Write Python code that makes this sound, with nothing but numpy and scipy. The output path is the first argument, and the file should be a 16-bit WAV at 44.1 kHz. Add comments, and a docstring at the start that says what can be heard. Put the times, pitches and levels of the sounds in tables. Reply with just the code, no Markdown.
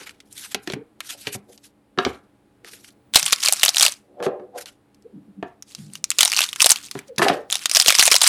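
"""A small quiet room, hands close to the microphone: glossy cards slide, flick and drop on a wooden table, a foil
pack is picked up, scissors are dragged off the table, cut the foil and are put down, and the wrapper crinkles open.
Foil creases ring one by one over a dense crackle; cards hiss in moving noise bands; contacts and drags shake the
table modes; fingertips squeak as gliding tones. Ventilation noise lies below; the loudest snaps clip."""
import sys
import numpy as np
from scipy import signal
from scipy.fft import rfft, irfft, next_fast_len
from scipy.io import wavfile
from scipy.ndimage import uniform_filter1d, map_coordinates

SR = 44100
rng = np.random.default_rng(int(sys.argv[2]) if len(sys.argv) > 2 else 0)


def transcribe(u):
    """Save the signal u as a 16-bit wav file named by the first command-line argument.

    u: samples, shape (n,) or (channels, n), limited to [-1, 1]; the rate is SR.
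    q: integer samples, one column per channel.
    """
    v = np.clip(np.atleast_2d(u).T, -1, 1)
    q = np.round(v * 32767).astype(np.int16)
    wavfile.write(sys.argv[1], SR, q)


N = 365148  # samples

# table top modes: f/Hz, relative level/dB, t60/s (before the Q limit)
TABLE_MODES = [(70, -3.5, 0.24), (119, -1.5, 0.057), (157, 1, 0.056), (202, -2, 0.18), (286.4, 1, 0.14),
               (381, 4.5, 0.063), (471.6, -13.5, 0.028), (584, -9, 0.092), (700, -9, 0.073),
               (733, -1, 0.14), (956, -6, 0.032), (1185, 0.5, 0.014), (1302, -4.5, 0.057),
               (1710, 2.5, 0.034)]
# spectrum of foil noise: f/Hz, relative density/dB per Hz
FOIL_SPECTRUM = [(180, -49), (400, -37.5), (750, -19.5), (1100, 6.5), (1600, 4), (5410, 6), (9880, 3.5),
                 (15300, -11), (16300, -55)]


def amp(db):
    """Gain of a level in dB."""
    return 10 ** (np.asarray(db) / 20)


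def unit(x):
    """Scaled to rms 1."""
    return x / np.sqrt(np.mean(x ** 2) + 1e-20)


def along(points, hz):
    """(f/Hz, value) points read on a log frequency axis."""
    f, v = np.transpose(points)[:2]
    return np.interp(np.log(hz + 1), np.log(f + 1), v)


def wobble(rate_hz):
    """Smooth random curve, rate_hz knots a second."""
    knots = rng.standard_normal(int(N * rate_hz / SR) + 4)
    return map_coordinates(knots, [np.arange(N) * rate_hz / SR])


def filtered(x, response):
    """x times a response of frequency, zero-padded."""
    length = x.shape[-1]
    m = next_fast_len(length + min(length, 8192))
    spectrum = rfft(x, m) * response(np.fft.rfftfreq(m, 1 / SR))
    return irfft(spectrum, m)[..., :length]


def resonance(f, hz, q):
    """Causal resonance of peak gain 1."""
    return 1j * f * hz / q / (hz * hz - f * f + 1j * f * hz / q)


def place(times_s, rows):
    """Rows of samples summed in at their times."""
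    start = np.round(np.asarray(times_s) * SR).astype(int)
    at = start[:, None] + np.arange(rows.shape[1])
    return np.bincount(at.ravel(), rows.ravel(), N + SR)[:N]


def patchy(depth_db):
    """Noise whose colour shifts in random time-frequency patches."""
    z = signal.stft(rng.standard_normal(N), nperseg=256)[2]
    field = uniform_filter1d(rng.standard_normal(z.shape), size=5, axis=0)
    field = uniform_filter1d(field, size=8, axis=1)
    return signal.istft(z * amp(depth_db * unit(field)), nperseg=256)[1][:N]


def strokes(rows):
    """Level of overlapping gestures that swell and fade; further columns are led by the loudest gesture."""
    swing_db = 38.5  # swell over the rise, sink over the fall
    roundness = 1.267  # 1 = pointed peak, 2 = rounded swell
    t = np.arange(0, N + 32, 32) / SR
    power_sum = np.full(len(t), 1e-12)
    log_controls = np.zeros((len(rows[0]) - 4, len(t)))
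    for peak_s, rise_s, fall_s, db, *values in rows:
        away = np.maximum((peak_s - t) / rise_s, (t - peak_s) / fall_s)
        power = amp(db - swing_db * away ** roundness) ** 2 + 1e-14
        power_sum += power
        log_controls += np.outer(np.log(values), power)
    curves = (np.sqrt(power_sum), *np.exp(log_controls / power_sum))
    return [np.interp(np.arange(N) / SR, t, c) for c in curves]


def clicks(events, colour, t60_s, q, wide_db, pop_hz):
    """Buckling sheets: a noise burst rings the patch round the crease; the whole sheet gives a low pop."""
    s, db, hz, pop_db = (c[:, None] for c in np.transpose(events))
    t = np.arange(1024) / SR
    chance = rng.standard_normal((len(s), len(t) + 2))
    sharp = amp(-60 * t / (t60_s * np.exp(chance[:, :1] / 4)))
    shiver = amp(-15.5 - 60 * t / 0.03)  # the sheet shivers on after the snap
    burst = chance[:, 2:] * (1 - np.exp(-t / 0.00024)) * (sharp + shiver)

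    def patch(f):
        thin = (f / hz) ** 2 / (0.033 + (f / hz) ** 2)  # a small patch radiates no bass
        return amp(along(colour, f)) * thin * (amp(wide_db) + resonance(f, hz, q))

    def peak(rows):
        return rows / np.abs(rows).max(axis=1, keepdims=True)

    ring = filtered(burst, patch)
    sheet_hz = pop_hz * np.exp(0.16 * chance[:, 1:2])
    pop = filtered(burst, lambda f: resonance(f, sheet_hz, 2.05) ** 2)
    return place(s[:, 0], amp(db) * (peak(ring) + amp(pop_db - 8.0) * peak(pop)))


def air():
    """Ventilation noise with a few wavering tones."""
    # room noise: f/Hz, relative density/dB per Hz
    air_spectrum = [(15, -72), (25, -7), (114, -7), (175, -13), (212, 0), (249, -16), (285, -6.5),
                    (503, -14.5), (840, -21.5), (1480, -26.5), (4140, -36), (6210, -43), (9840, -38),
                    (16000, -50)]
    # faint fan tones: f/Hz, mean level/dB rms
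    fan_tones = [(124, -70.5), (208, -82), (288, -66), (824, -76.5)]
    air_db = -58.5  # mean rms level
    t = np.arange(N) / SR
    noise = unit(filtered(rng.standard_normal(N), lambda f: amp(along(air_spectrum, f))))
    out = noise * amp(air_db + 0.6 * wobble(2.3))
    for hz, db in fan_tones:
        level = amp(db + 0.63 * wobble(36)) * np.sqrt(2)
        out += level * np.sin(2 * np.pi * hz * t + 1.2 * wobble(11))
    return out


def room(x):
    """Walls answer after a short gap, each frequency dying at its own speed; a fresh random tail every 0.25 s."""
    # wall reverberation: f/Hz, t60/s
    wall_decay = [(200, 0.2), (1500, 0.31), (5000, 0.12), (12000, 0.043)]
    wet, step = np.zeros(N + SR), SR // 4
    for at in range(0, N, step):
        hz, t, z = signal.stft(rng.standard_normal(SR // 2), SR, nperseg=256)
        decay = amp(-60 * t / along(wall_decay, hz)[:, None])
        tail = signal.istft(z * decay, SR, nperseg=256)[1]
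        echo = signal.fftconvolve(x[at:at + step], tail / np.linalg.norm(tail))
        wet[at + 130:][:len(echo)] += echo  # gap in samples
    return wet[:N]


def squeaks():
    """Stick-slip tones that glide and waver under a smooth swell."""
    # fingertips on a smooth surface: centre t/s, length/s, peak level/dB, start f/Hz, end f/Hz (before waver)
    squeak_events = [(0.787, 0.025, -39, 420, 470), (0.817, 0.03, -40.5, 522, 398),
                     (5.06, 0.035, -36.5, 391, 514), (5.115, .06, -48, 401, 399),
                     (7.11, 0.067, -35, 578, 406)]
    out, waver = np.zeros(N), 1 + .035 * wobble(80)
    for s, length_s, db, start_hz, end_hz in squeak_events:
        u = np.linspace(0, 1, round(length_s * SR))
        start = round((s - length_s / 2) * SR)
        span = slice(start, start + len(u))
        hz = (start_hz + (end_hz - start_hz) * u) * waver[span]
        phase = 2 * np.pi * np.cumsum(hz) / SR
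        out[span] += amp(db) * np.sin(np.pi * u) ** 2 * np.sin(phase)
    return out


def drags():
    """Rough rubbing shakes only the table modes nearest to the moving centre."""
    # hands and scissors dragging over the table: peak t/s, rise/s, fall/s, drive/dB, centre f/Hz
    drag_strokes = [(.02, 0.089, 0.046, -41.5, 352), (.77, .02, 0.052, -34.5, 332),
                    (.82, 0.023, 0.036, -48.5, 400), (1.15, .04, 0.019, -45, 600),
                    (1.5, .06, 0.095, -46.5, 446), (2.648, .03, 0.05, -42.5, 352),
                    (2.74, 0.025, .05, -49, 413), (3.235, 0.036, 0.048, -43.5, 130.4),
                    (4.15, 0.17, 0.076, -46, 480), (4.21, 0.071, 0.19, -29.5, 540),
                    (4.266, 0.022, 0.26, -23.5, 495), (4.4, .03, 0.11, -35, 418),
                    (4.568, .07, 0.073, -29.5, 535), (5.17, 0.086, 0.16, -37, 214.6),
                    (5.29, .06, 0.074, -44, 200), (5.39, 0.086, 0.061, -40, 211),
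                    (5.795, .045, 0.29, -33.5, 161), (5.89, 0.17, 0.2, -43, 189),
                    (7.265, 0.0086, 0.22, -16, 576), (7.36, 0.13, 0.14, -26, 420)]
    level, centre_hz = strokes(drag_strokes)
    rub = rng.standard_normal(N) * amp(3 * wobble(45))
    modes = np.zeros(N)
    for hz, _, _ in TABLE_MODES:
        mode = unit(filtered(rub, lambda f: resonance(f, hz, 7.0) ** 2))
        modes += mode * amp(-3.5 - 71 * np.log(hz / centre_hz) ** 2)
    return level * modes


def knocks():
    """Each contact chatters briefly, cracks and shakes the table modes round its own centre."""
    # cards and scissors touching the table: t/s, drive/dB, crack re drive/dB (before trim), centre f/Hz
    contacts = [(0.546, -18.5, 1.5, 288), (0.674, -18.5, -1.5, 301), (0.7, -23, 6, 285),
                (0.735, -18, -11.5, 170), (1.27, -21, 7, 280), (1.35, -23.5, -29, 174),
                (1.976, -13.5, -19.5, 448), (1.987, -4.5, -4, 940), (2.05, -16.5, 8, 644),
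                (2.064, -6.5, -17.5, 254), (4.202, -18.5, -32, 449.5), (4.226, -20, -7, 900),
                (4.264, -8, -12.5, 464.4), (4.397, -30.5, -20, 504), (5.427, -14.5, -15.5, 357),
                (6.953, -16, -12.5, 222), (7.181, -18, 3.5, 187.2), (7.194, -7.5, -8, 750),
                (7.218, -1, -5.5, 1138), (7.228, -2.5, -9.5, 920), (7.251, -7, -12, 576),
                (7.269, -14, -21, 568), (7.284, -16, 11.5, 1137), (7.298, 0, -14.5, 602)]
    # hard contact noise: f/Hz, relative density/dB per Hz
    crack_spectrum = [(590, -29), (1000, 6.5), (2340, 16), (4510, 12), (6710, 0.5), (11600, -29),
                      (13500, -48.5)]
    max_q = 11  # hands and cards lying on the table damp any sharper mode
    detune, soft_hz = .05, 3490  # each spot shifts the modes a little; the wood dulls the treble above soft_hz
    t = np.arange(4096) / SR
    hz, mode_db, t60_s = (c[:, None] for c in np.transpose(TABLE_MODES))
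    q = np.minimum(np.pi * hz * t60_s / np.log(1000), max_q)
    rows = []
    for _, db, crack_db, centre_hz in contacts:
        strength = amp(mode_db - 6 * np.log(hz / centre_hz) ** 2) * np.sqrt(q / hz)
        spot_hz = hz * np.exp(detune * rng.standard_normal(hz.shape))
        chatter = rng.standard_normal((len(hz), len(t))) * amp(-60 * t / 0.031)
        modes = filtered(chatter, lambda f: strength * resonance(f, spot_hz, q) / (1 + 1j * f / soft_hz) ** 2)
        ring = modes.sum(axis=0)
        edge_hz = 9000 * amp(1.8 * crack_db)  # a soft contact cracks duller
        burst = rng.standard_normal(len(t)) * amp(-60 * t / 0.015)
        crack = filtered(burst, lambda f: amp(along(crack_spectrum, f)) / (1 + 1j * f / edge_hz) ** 2)
        ring_part = amp(-2.5) * ring / np.abs(ring).max()
        crack_part = amp(crack_db - 0.5) * crack / np.abs(crack).max()
        rows.append(amp(db) * (ring_part + crack_part))
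    return place([row[0] for row in contacts], np.array(rows))


def cards():
    """Sliding faces hiss in a band that moves with speed and contact; corners flick."""
    # fingers, card faces and blades on card, foil and table: peak t/s, rise/s, fall/s, drive/dB, centre f/Hz
    slide_strokes = [(0.0, .05, .2, -31, 2000), (.39, .15, 0.3, -39, 5200),
                     (.45, 0.061, 0.041, -30.5, 3200), (.52, 0.051, 0.062, -39, 2920),
                     (.546, 0.0055, 0.013, -36, 2980), (.64, 0.036, .06, -52.5, 6000),
                     (.7, 0.084, 0.094, -39, 2220), (1.11, 0.11, 0.082, -28.5, 3630),
                     (1.2, 0.045, 0.27, -41.5, 5250), (1.282, 0.089, 0.027, -30, 1990),
                     (1.344, 0.038, 0.034, -27.5, 4700), (1.53, 0.077, 0.088, -48, 7000),
                     (1.655, 0.078, .07, -46, 5140), (2.0, .02, .15, -42, 2000),
                     (2.07, 0.018, 0.2, -40.5, 1940), (2.66, 0.026, 0.2, -39.5, 2200),
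                     (2.73, 0.09, 0.093, -41.5, 5900), (2.84, 0.089, 0.13, -46.5, 7000),
                     (2.885, 0.054, .04, -41, 2970), (4.2, .04, 0.084, -58, 1280),
                     (4.235, 0.011, 0.069, -28.5, 2360), (4.3, 0.049, .25, -66, 1210),
                     (4.585, 0.049, 0.067, -36, 2820), (4.61, 0.013, 0.05, -35, 3050),
                     (4.66, 0.0049, 0.1, -35, 3000), (5.48, 0.043, 0.118, -58, 1380),
                     (6.97, .02, 0.22, -40.5, 1290), (7.183, 0.0028, 0.041, -13.5, 2480),
                     (7.225, .02, 0.2, -21.5, 1780), (7.31, 0.17, 0.19, -30.5, 1320)]
    # corners flicking free, small ticks: t/s, ring peak/dB, ring f/Hz, pop re ring/dB (before trim in clicks)
    flick_events = [(0.0935, -25.5, 2600, -28), (0.203, -32, 2920, -48), (0.327, -25.5, 8300, -37),
                    (0.5456, -6.5, 2520, -7), (0.6749, -16, 2170, -22), (0.7218, -19.5, 3320, -50),
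                    (0.7351, -17, 2000, -5), (1.005, -16, 1900, -16), (1.2711, -15, 1980, -8),
                    (1.343, -26, 6660, -49), (1.577, -35.5, 3800, -12), (2.6465, -27, 1800, -14),
                    (2.682, -34, 3000, -30), (2.733, -32, 1900, -20), (2.845, -31, 2450, -30),
                    (2.905, -41, 4030, -38.5), (4.2267, -22.5, 2500, -19), (4.9456, -44, 5100, -36),
                    (5.0234, -44.5, 5100, -40), (7.162, -33, 5000, -42)]
    # spectrum of card noise: f/Hz, relative density/dB per Hz
    card_spectrum = [(530, -8), (900, -5), (1120, -8.5), (1410, -1.5), (2040, -3), (3150, -2), (7770, -2.5),
                     (12300, -1), (16000, -53)]
    level, centre_hz = strokes(slide_strokes)
    rub = filtered(patchy(depth_db=2.5), lambda f: amp(along(card_spectrum, f)))
    rub = rub * amp(3.9 * wobble(70) + 1.6 * wobble(300))
    hiss = np.zeros(N)
    for hz in 1300 * np.sqrt(2) ** np.arange(7):  # half-octave bands
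        band = filtered(rub, lambda f: resonance(f, hz, 1.0) ** 2)
        hiss += band * amp(-1.5 - np.minimum(9 * np.log(hz / centre_hz) ** 2, 22))
    flicks = clicks(flick_events, card_spectrum, t60_s=0.0018, q=2.0, wide_db=-36.0, pop_hz=775)
    return level * hiss / np.std(rub) + flicks


def crackle(count, spread_db):
    """Small creases at random times, coming in clumps, a few far larger than the rest."""
    rarest = .01  # keeps the chance creases below the loud snaps
    busy = np.cumsum(amp(6.4 * wobble(40)))
    when, size, pitch = rng.random((count, 3)).T
    s = np.interp(when * busy[-1], busy, np.arange(N)) / SR
    peak_db = -spread_db * np.log(size + rarest)
    rows = np.transpose([s, peak_db, 2200 * 4.5 ** pitch, np.full(count, -22.)])
    return unit(clicks(rows, FOIL_SPECTRUM, t60_s=.005, q=6, wide_db=-10.5, pop_hz=1045.4))


def foil():
    """Loud snaps over crackle and a thin rustle; a light touch only slides and moves small, bright patches."""
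    # loudest foil creases buckling: t/s, ring peak/dB, ring f/Hz
    snap_events = [(3.1378, -10, 3353), (3.1459, -1.8, 3464), (3.1562, -2.5, 4110), (3.158, 16.5, 4010),
                   (3.1711, 0.5, 2410), (3.186, -10.5, 4295), (3.1954, -8, 2770), (3.2286, -4, 5440),
                   (3.2641, -3, 3363), (3.3242, -1.4, 5870), (3.3286, 4.5, 3375), (3.333, -1.5, 4404),
                   (3.4347, -9.5, 4330), (3.4499, -8, 2970), (3.4594, -2, 4425), (3.4849, 3.5, 4240),
                   (3.5243, 3.3, 9740), (3.5345, -0.5, 8330), (3.5964, -12.5, 4570), (3.62, -15, 2764),
                   (3.6326, 7.5, 2850), (3.6379, -0.4, 3810), (3.6504, 2.5, 10750), (3.6601, -0.5, 3220),
                   (3.6818, 0.5, 3967), (3.691, 0.5, 5800), (3.7461, -7, 2897), (3.7596, -6.5, 5416),
                   (3.7685, 0.5, 3840), (3.7826, 0, 5630), (3.7973, 2.5, 5620), (3.8092, 1.5, 3230),
                   (3.8165, -2, 2790), (3.8253, 3, 8530), (3.8309, 3, 4100), (3.8508, 2.5, 4380),
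                   (3.87, -10.5, 4506), (3.8812, -5.5, 3950), (4.658, -23, 4140), (5.6242, -22.5, 5700),
                   (5.7496, -17.5, 4050), (5.9543, -17, 2830), (6.0415, -3, 6330), (6.1035, -1, 8000),
                   (6.1155, -10, 2860), (6.1861, 1, 6710), (6.1897, 2, 3007), (6.2075, 5.5, 3360),
                   (6.2218, -4.7, 4740), (6.2305, 4.5, 3817), (6.2504, 2.5, 9120), (6.2564, -1, 3790),
                   (6.2776, -3.5, 6000), (6.3183, -5, 4940), (6.3286, -5.5, 2480), (6.3354, -2.5, 2790),
                   (6.374, -5, 2760), (6.406, -0.5, 2680), (6.417, -4.5, 3550), (6.4304, -5.5, 3000),
                   (6.4893, -14, 3800), (6.5299, -12.5, 3100), (6.5601, -15.5, 1770), (6.625, 4, 9340),
                   (6.644, 3.5, 4100), (6.66, 10.5, 8430), (6.6926, 0.5, 9630), (6.7053, 10.5, 8830),
                   (6.717, 6.5, 6270), (6.9125, -16, 4330), (6.9902, -19.5, 2400), (7.5013, -14, 3260),
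                   (7.51, -10.5, 7500), (7.5257, -2.5, 3400), (7.5449, -9, 3657), (7.5546, -5, 3620),
                   (7.6574, 1, 3810), (7.6961, -6.5, 4460), (7.7139, -1.5, 5060), (7.7491, 2.6, 6050),
                   (7.7569, 2.5, 4930), (7.7693, 7, 4865), (7.7992, 6.5, 5140), (7.8466, -15.5, 2580),
                   (7.861, 1, 3440), (7.882, 10.5, 3085), (7.8963, -0.5, 2466), (7.9043, 4.5, 2143),
                   (7.9241, -2, 2270), (7.9511, -0.5, 5020), (7.988, 0.5, 3180), (7.9957, 1.1, 2760),
                   (8.0004, -2, 5040), (8.0112, 0, 4380), (8.0259, 5, 1917), (8.037, -5.5, 5774),
                   (8.0545, 4.5, 9700), (8.0724, 0.9, 6500), (8.0777, 6, 2400), (8.1144, 3, 4820),
                   (8.1422, 4.5, 3024), (8.1539, 4.5, 5120), (8.208, -7.5, 5260), (8.2156, 3, 4000),
                   (8.2192, 5, 3330), (8.2357, 1, 8130), (8.2435, 0, 5260), (8.2662, -1, 4660),
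                   (8.271, -0.5, 4774)]
    # squeezes and cuts that crumple the foil: peak t/s, rise/s, fall/s, drive/dB
    grip_strokes = [(3.15, 0.019, 0.17, -18.5), (3.27, 0.093, 0.25, -24), (3.47, 0.21, 0.48, -26),
                    (3.645, 0.058, 0.3, -26), (3.77, 0.04, 0.25, -27), (3.84, 0.13, .13, -17),
                    (5.69, 0.059, 0.24, -47), (5.79, .06, 0.34, -46), (5.95, 0.086, 0.081, -42),
                    (6.15, 0.16, .1, -41), (6.21, 0.052, 0.19, -18.5), (6.4, 0.18, .2, -22.5),
                    (6.625, 0.065, 0.059, -17.5), (6.66, .03, .05, -19.5), (6.71, 0.081, 0.079, -17.5),
                    (6.76, .1, 0.19, -35), (6.84, 0.084, 0.17, -41), (6.95, 0.13, 0.11, -46),
                    (7.085, .05, 0.029, -50), (7.53, 0.046, 0.17, -26.5), (7.62, 0.12, .15, -36),
                    (7.76, .1, 0.23, -18.5), (7.885, 0.092, 0.13, -16.5), (8.03, 0.24, 0.14, -16),
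                    (8.12, 0.019, 0.19, -16.5), (8.27, .1, 0.18, -11)]
    firm_db = -26.5  # drive of a firm grip
    # snap pop re ring at a firm grip, before trim in clicks; dB per dB of weaker grip; random scatter
    pop_firm_db, pop_slope, pop_scatter_db = -18, 0.74, 4.5
    level, = strokes(grip_strokes)
    firm = level / (amp(-48.0) + level)
    rustle = unit(filtered(patchy(depth_db=3.0), lambda f: amp(along(FOIL_SPECTRUM, f))))
    rustle = rustle * amp(1.6 * wobble(60))
    bed = amp(2.5) * firm * crackle(count=1100, spread_db=4) + amp(-5.5) * rustle
    low = filtered(bed, lambda f: 1 / (1 + (f / 2200) ** 6))
    bed = bed - (1 - firm) * low  # a light touch loses its lows
    at = [round(row[0] * SR) for row in snap_events]
    grip_db = 20 * np.log10(level[at]) - firm_db
    pop_db = pop_firm_db + pop_slope * np.minimum(grip_db, 0)
    pop_db = pop_db + pop_scatter_db * rng.standard_normal(len(snap_events))
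    rows = np.c_[snap_events, pop_db]
    snaps = clicks(rows, FOIL_SPECTRUM, t60_s=.003, q=5.5, wide_db=-7.5, pop_hz=755)
    return snaps + level * bed


def scene():
    """Near hands are dry, the table further off is wetter."""
    table = squeaks() + drags() + knocks()
    near = cards() + foil()
    echo = room(amp(-22.5) * near + amp(-10) * table)
    return (air() + echo + table + near)[None]


def record(dry):
    """A small capsule that loses the bass, a converter that clips, a band limit."""
    mic_hz, top_hz = 59.6, 16468
    heard = filtered(dry, lambda f: (1j * f / (mic_hz + 1j * f)) ** 2)
    clipped = heard / (1 + np.abs(heard) ** 8) ** (1 / 8)
    return filtered(clipped, lambda f: f < top_hz)


dry = scene()
out = record(dry)
transcribe(out)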